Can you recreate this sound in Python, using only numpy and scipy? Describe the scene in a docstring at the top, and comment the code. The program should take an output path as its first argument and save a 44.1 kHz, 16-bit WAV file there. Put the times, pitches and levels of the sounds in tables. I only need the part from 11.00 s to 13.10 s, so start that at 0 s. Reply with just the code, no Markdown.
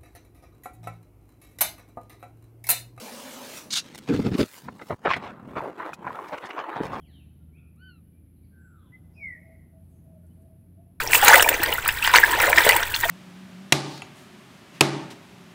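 """A hand swishes a toy through soapy water in a plastic bucket, close by in a small room with a low rumble.
The first strokes fold air into the water: big bubbles gulp and plip over a swarm of small ones,
sheets of water slap down, and spray ticks on the surface. Near the one-second mark the water calms.
Then a sharp stroke starts more sloshing, which dies down before one last small stir at two seconds.
All along, the sound echoes in the bucket and the room, and the loudest gulps overload the recorder."""
import sys
import numpy as np
from scipy import signal
from scipy.io import wavfile
from scipy.ndimage import map_coordinates

SR = 44100
rng = np.random.default_rng(int(sys.argv[2]) if len(sys.argv) > 2 else 0)


def waveform_to_disk(signal):
    """Save audio, clipped to [-1, 1], as 16-bit WAV at the path in sys.argv[1]."""
    frames = np.transpose(np.atleast_2d(signal))
    scaled = np.clip(frames, -1, 1) * 32767
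    samples = np.round(scaled).astype(np.int16)
    wavfile.write(sys.argv[1], SR, samples)


N = 92610

GLIDE = 0.074  # a bubble's pitch rises by this fraction over its ring time
SLAP_FADE_S, TICK_FADE_S = 0.0028, 0.0022


def bubble(hz, ring_s, glide, swell_cycles=1.49):
    """A trapped pocket of air swells, rings and rises in pitch as it nears the surface."""
    t = np.arange(0, 3 * ring_s, 1 / SR)
    loudness = (1 - np.exp(-(t * hz / swell_cycles) ** 2)) * np.exp(-(t / ring_s) ** 2)
    return loudness * np.sin(2 * np.pi * hz * (t + .5 * glide * t ** 2 / ring_s))


def gulps(gain_db=-1.5, wobble_depth=0.15, wobble_hz=252, waver_s=4e-5):
    """Big bubbles ring one by one; their shape wobbles, which roughens the ring and bends its pitch."""
    # big single bubbles: start_s, pitch_hz, level_db (before gain_db), ring_ms
    big_bubbles = [(0.0747, 5600, -15, 2.3), (0.1332, 2200, 11.5, 0.91), (0.1524, 2440, 6.5, 1.34),
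                   (0.2272, 775, -5, 15.6), (0.2802, 1836, 3.5, 3.1), (0.2897, 790, -1.5, 6.2),
                   (0.3003, 1640, -1, 6.6), (0.3087, 824, -5, 10), (0.3265, 1410, 2, 3.2),
                   (0.3322, 1616, 5, 7.4), (0.3402, 520, -6.5, 12.6), (0.3415, 1910, 5, 3.5),
                   (0.3438, 1380, 2.5, 4), (0.3962, 2660, -1, 2.5), (0.403, 1540, -4.5, 4.5),
                   (0.4435, 2270, -13, 8.6), (0.4608, 860, -10.5, 5.9), (0.4762, 1740, -12.5, 7.3),
                   (0.4875, 2700, -11.5, 3.3), (0.5982, 327, -20, 12), (0.6376, 1750, -5.5, 4.6),
                   (0.6936, 514, -4, 2.3), (0.726, 2860, -12.5, 5.2), (0.7811, 1413, -13.5, 7.5),
                   (0.8594, 1300, -7.5, 2.6), (0.8886, 2550, -10.5, 6.4), (0.8886, 1710, -7, 3.9),
                   (0.9727, 1800, -20, 7.8), (0.986, 3460, -15.5, 1.7), (1.0247, 2520, -10.5, 6.4),
                   (1.047, 2960, -7, 2.7), (1.0748, 966, -5.5, 3.6), (1.0752, 1690, 1, 1.5),
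                   (1.137, 958, -3, 10), (1.148, 1445, 3, 3.9), (1.1575, 2080, 1.5, 2.7),
                   (1.1648, 1493, -3, 5), (1.1735, 2000, -4, 1.8), (1.1845, 1900, 11, 1.5),
                   (1.2318, 1560, -1, 4.9), (1.2362, 1630, 4, 5.2), (1.2445, 2000, -9.5, 4.8),
                   (1.3339, 1647, -10, 8.4), (1.400, 1310, -11, 5.8), (1.4375, 1670, -6.5, 6.9),
                   (1.4767, 568, -12, 9.9), (1.5292, 1700, -6, 7.2), (1.5294, 2170, 1, 2.1),
                   (1.575, 1720, -2.5, 8.4), (1.5825, 2000, -1, 3.9), (1.662, 411.5, -16.5, 23),
                   (1.6635, 590, -3, 5.8), (1.691, 1900, -2.5, 3.2), (1.696, 1855, -0.5, 4.1),
                   (1.708, 1900, -2.5, 2.8), (1.721, 2520, 2, 1.03), (1.7303, 2370, -10, 5.4),
                   (1.8264, 1495, -13, 4.9), (1.9392, 2590, -12.5, 4.7), (1.9438, 4100, -13.5, 4.7),
                   (1.962, 3370, -16.5, 3.5), (2.0338, 1710, -10, 5.7), (2.0518, 642, -17, 13),
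                   (2.0934, 1330, -12.5, 4.3)]
    rings = np.zeros(N)
    for start_s, hz, level_db, ring_ms in big_bubbles:
        add(rings, start_s, amp(level_db + gain_db) * bubble(hz, ring_ms * 1e-3, GLIDE))
    low_pass = signal.butter(2, wobble_hz, fs=SR, output="sos")
    wobble = unit(signal.sosfilt(low_pass, rng.standard_normal(N)))
    bent = map_coordinates(rings, [np.arange(N) + waver_s * SR * wobble])
    return bent * (1 + wobble_depth * wobble)


def churn():
    """Deep gurgle, small bubbles and spray rise and fall with the strokes of the hand."""
    # how hard the water is stirred, in relative levels: time_s, gurgle_db, babble_db, spray_db
    strokes = [(0, -38, -17, -23.5), (0.046, -36, -37, -35), (0.1, -36.5, -27.5, -35),
               (0.143, -33.5, -22, -10), (0.175, -28.5, -22, -18.5), (0.215, -43, -19, -25.5),
               (0.26, -24, -12, -21), (0.29, -26.5, -12.5, -18.5), (0.358, -16.5, -14, -15),
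               (0.411, -24.5, -19, -18), (0.44, -26.5, -36, -33), (0.529, -22.5, -21, -30),
               (0.574, -37, -29, -33), (0.629, -30.5, -26, -32.5), (0.723, -27.5, -26.5, -29.5),
               (0.813, -55, -34.5, -37.5), (0.868, -33, -22.5, -34.5), (0.94, -64, -33, -31.5),
               (1.01, -59, -32.5, -31.5), (1.052, -57, -18, -24.5), (1.133, -39, -23, -32),
               (1.157, -19.5, -7, -16), (1.205, -33.5, -23.5, -30.5), (1.27, -31.5, -26, -25.5),
               (1.33, -26.5, -19.5, -27), (1.381, -28.5, -24, -31.5), (1.43, -22, -17.5, -24),
               (1.5, -25.5, -20, -26.5), (1.552, -29.5, -26.5, -29.5), (1.585, -19, -15.5, -23),
               (1.63, -36.5, -18.5, -27), (1.67, -18.5, -16, -21.5), (1.71, -26, -22, -24.5),
               (1.769, -24.5, -21.5, -29.5), (1.869, -51, -30, -35), (2.013, -60, -33, -29),
               (2.039, -26, -19.5, -34), (2.076, -48, -35.5, -29), (2.1, -45, -16.5, -22)]
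    # tone of the deep bubbles: pitch_hz, level_db
    gurgle_tone = [(150,-30),(280,-10.5),(420,0.5),(600,2),(1050,7),(1400,-32.5)]
    # tone of the small bubbles: pitch_hz, level_db
    babble_tone = [(550,-22.5),(930,-3.5),(1170,-7),(1450,-0.5),(1850,1.5),(2300,-2),(3000,-4.5),(4000,-8),(6500,-23)]
    # tone of the spray: pitch_hz, level_db
    spray_tone = [(2000,-15),(4000,-9.5),(5200,-7),(6800,-4),(8000,1),(10000,-6),(12000,-3),(14000,1),(15300,7.5)]
    time_s, *levels = np.transpose(strokes)
    gurgle_gain, babble_gain, spray_gain = (amp(np.interp(np.arange(N) / SR, time_s, db)) for db in levels)
    deep = swarm(204.2, 1024, cycles=3.13, spread_db=4.0, glide=0.14, count=800)
    small = swarm(700, 6500, cycles=4.6, spread_db=12, glide=.07, count=5000)
    fizz = unit(swarm(2500, 12000, cycles=7, spread_db=22, glide=.04, count=1500))
    drops = unit(droplets(length_s=0.00076, spread_db=17, count=1000))
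    gurgle = gurgle_gain * unit(colour(deep, gurgle_tone))
    babble = babble_gain * unit(colour(small, babble_tone))
    spray = spray_gain * unit(colour(amp(-4.5) * fizz + drops, spray_tone))
    return amp(-1.5) * gurgle + amp(-3) * babble + amp(1.5) * spray


def swarm(low_hz, high_hz, cycles, spread_db, glide, count):
    """A steady stream of bubbles, each with a random pitch, loudness and ring time."""
    stream = np.zeros(N)
    for k, (when, pitch, size, ring, rise) in enumerate(rng.random((count, 5))):
        hz = low_hz * (high_hz / low_hz) ** pitch
        ring_s = cycles * 2 ** (2 * ring - 1) / hz
        gain = amp(spread_db * size ** 2) * np.sqrt(hz / high_hz)
        start_s = (k + when) / count * N / SR
        add(stream, start_s, gain * bubble(hz, ring_s, (2 * rise - .5) * glide))
    return stream


def splashes(slap_db=-3, plink_db=-11, tick_db=-3.5):
    """Sheets of water slap down and trap tiny bubbles; flying drops tick on the surface."""
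    # water slapping on water: start_s, level_db (before slap_db or plink_db)
    slap_hits = [(0.1294, -11), (0.1461, -1), (0.2684, -5), (0.280, 6.5), (0.2927, -7), (0.332, -3),
                 (0.3555, -1), (0.3734, -14), (0.4239, -0.5), (0.4883, -3.5), (0.5399, -11),
                 (0.6307, -10.5), (0.6594, -12.5), (0.887, -10), (0.973, -25), (1.0556, -14.5), (1.074, -7),
                 (1.1378, -3), (1.1585, 2), (1.163, -16), (1.175, -7), (1.3995, -9), (1.5585, -11.5),
                 (1.5805, -3), (1.6896, 3), (1.7075, -12), (1.7624, -8), (1.8293, -10.5), (1.9478, -12),
                 (1.9608, -17.5)]
    # sharp ticks of spray: start_s, level_db (before tick_db)
    tick_hits = [(0.1453, 3.5), (0.247, 9.5), (0.2837, 9), (0.356, 4.5), (0.424, 9), (0.4903, 6.5),
                 (0.6333, 1), (0.7375, -3), (0.8777, 5.5), (1.1634, 1.5), (1.199, -4), (1.417, 1),
                 (1.499, -1.5), (1.651, 1), (1.6906, 4), (1.7646, 1)]
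    # tone of a slap: pitch_hz, level_db
    slap_tone = [(250,-19.5),(800,0),(1900,9),(4800,-7),(8000,-6.5),(15500,-22)]
    # tone of a tick: pitch_hz, level_db
    tick_tone = [(6000,-32),(8000,1.5),(10000,-6.5),(12500,-4),(15000,5.5)]
    slaps, ticks, trapped = np.zeros((3, N))
    for start_s, level_db in slap_hits:
        add(slaps, start_s, amp(level_db + slap_db) * burst(SLAP_FADE_S))
        add(trapped, start_s, amp(level_db + plink_db) * plinks())
    for start_s, level_db in tick_hits:
        add(ticks, start_s, amp(level_db + tick_db) * burst(TICK_FADE_S))
    return colour(slaps, slap_tone) + colour(ticks, tick_tone) + trapped


def burst(fade_s, rise_s=0.00089):
    """Water lands in a short spatter that starts sharply and dies away."""
    t = np.arange(2048) / SR
    return crackle(len(t), spread_db=0.5) * (1 - np.exp(-t / rise_s)) * np.exp(-t / fade_s)


def plinks(middle_hz=3790, ring_s=0.0027, count=3):
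    """A few tiny bubbles trapped by a slap ring within an octave of the middle pitch."""
    rings = np.zeros(SR // 20)
    for pitch, when in rng.random((count, 2)):
        add(rings, when * SLAP_FADE_S * 2, bubble(middle_hz * 2 ** (2 * pitch - 1), ring_s, GLIDE))
    return rings


def droplets(length_s, spread_db, count):
    """Many small drops land, each a brief clump of crackle."""
    when, size = rng.random((count, 2)).T
    landings = ((np.arange(count) + when) / count * (N - 1)).astype(int)
    power = np.zeros(N)
    power[landings] = amp(spread_db * size ** 5) ** 2
    decay = np.exp(-1 / (length_s * SR))
    clumps = signal.lfilter([1], np.poly([decay, decay]), power)  # each landing swells and fades
    return np.sqrt(abs(clumps)) * crackle(N, spread_db=5)


def crackle(n, spread_db):
    """Tiny, tightly packed impacts of uneven size."""
    return unit(rng.standard_normal(n) * amp(spread_db * np.minimum(rng.exponential(1, n), 4)))


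def bucket(sound, first_s=0.001166, last_s=.014, fade_s=0.014, count=14):
    """Sound bounces between the walls of the bucket in quick echoes."""
    delay_s = first_s + (last_s - first_s) * (np.arange(count) + rng.random(count)) / count
    echoes = np.zeros(SR // 10)
    echoes[(delay_s * SR).astype(int)] = rng.choice([-1, 1], count) * np.exp(-delay_s / fade_s)
    return apply_filter(sound, echoes)


def room(sound, gap_s=.006, size=256):
    """The room's echoes blur into a short tail that lasts longest in the bass."""
    # how long the room rings: pitch_hz, fade_s (time to fall by 60 dB)
    fade_times = [(200,1),(2500,0.26),(16000,0.47)]
    hz, t, noise = signal.stft(rng.standard_normal(SR // 2), SR, nperseg=size)
    fade = amp(-60 * t / look_up(fade_times, hz)[:, None])
    _, tail = signal.istft(noise * fade * (t > gap_s), SR, nperseg=size)
    return apply_filter(sound, tail)


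def rumble():
    """A steady, low noise lies in the background."""
    # tone of the rumble: pitch_hz, level_db
    rumble_tone = [(15,1),(35,-8),(55,0.5),(85,-5.5),(115,-4),(170,-19),(400,-16),(1000,-29),(4000,-32.5),(16000,-36.5)]
    return unit(colour(rng.standard_normal(N), rumble_tone, size=8192))


def amp(db):
    """Turns decibels into a number to multiply by."""
    return 10 ** (np.asarray(db) / 20)


def unit(sound):
    """Scales a sound to an average (rms) level of 1."""
    return sound / np.sqrt(np.mean(sound ** 2) + 1e-20)


def look_up(table, hz):
    """Reads between the rows of a table, giving each octave equal room."""
    pitches, values = np.transpose(table)
    return np.interp(np.log(hz + 1), np.log(pitches + 1), values)


def add(mix, start_s, sound):
    """Mixes a sound in at its start time."""
    part = mix[max(round(start_s * SR), 0):][:len(sound)]
    part += sound[:len(part)]


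def apply_filter(sound, response):
    """Gives every sample the same ring or echo, scaled to an energy of 1."""
    return signal.oaconvolve(sound, response / np.linalg.norm(response))[:N]


def colour(sound, tone, size=2048):
    """Makes some pitches stronger and others weaker, following a tone table."""
    log_gain = np.log(amp(look_up(tone, abs(np.fft.fftfreq(size, 1 / SR)))))
    spectrum = np.exp(signal.hilbert(log_gain).conj())  # rings after a hit, never before it
    return apply_filter(sound, np.fft.ifft(spectrum).real[:size // 2])


def scene():
    """The water in its bucket and room, over a low rumble."""
    water = churn() + gulps() + splashes()
    water = water + amp(-11) * bucket(water)
    background = amp(-38.5) * rumble()
    return (water + amp(-16.5) * room(water) + background)[None]


def record(dry, top_hz=15650):
    """The recorder flattens peaks as they near full level, then cuts off the highest treble."""
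    clipped = dry / (1 + dry ** 8) ** (1 / 8)
    low_pass = signal.firwin(401, top_hz, window=("kaiser", 7), fs=SR)
    return signal.oaconvolve(clipped, low_pass[None], "same")


dry = scene()
out = record(dry)
waveform_to_disk(out)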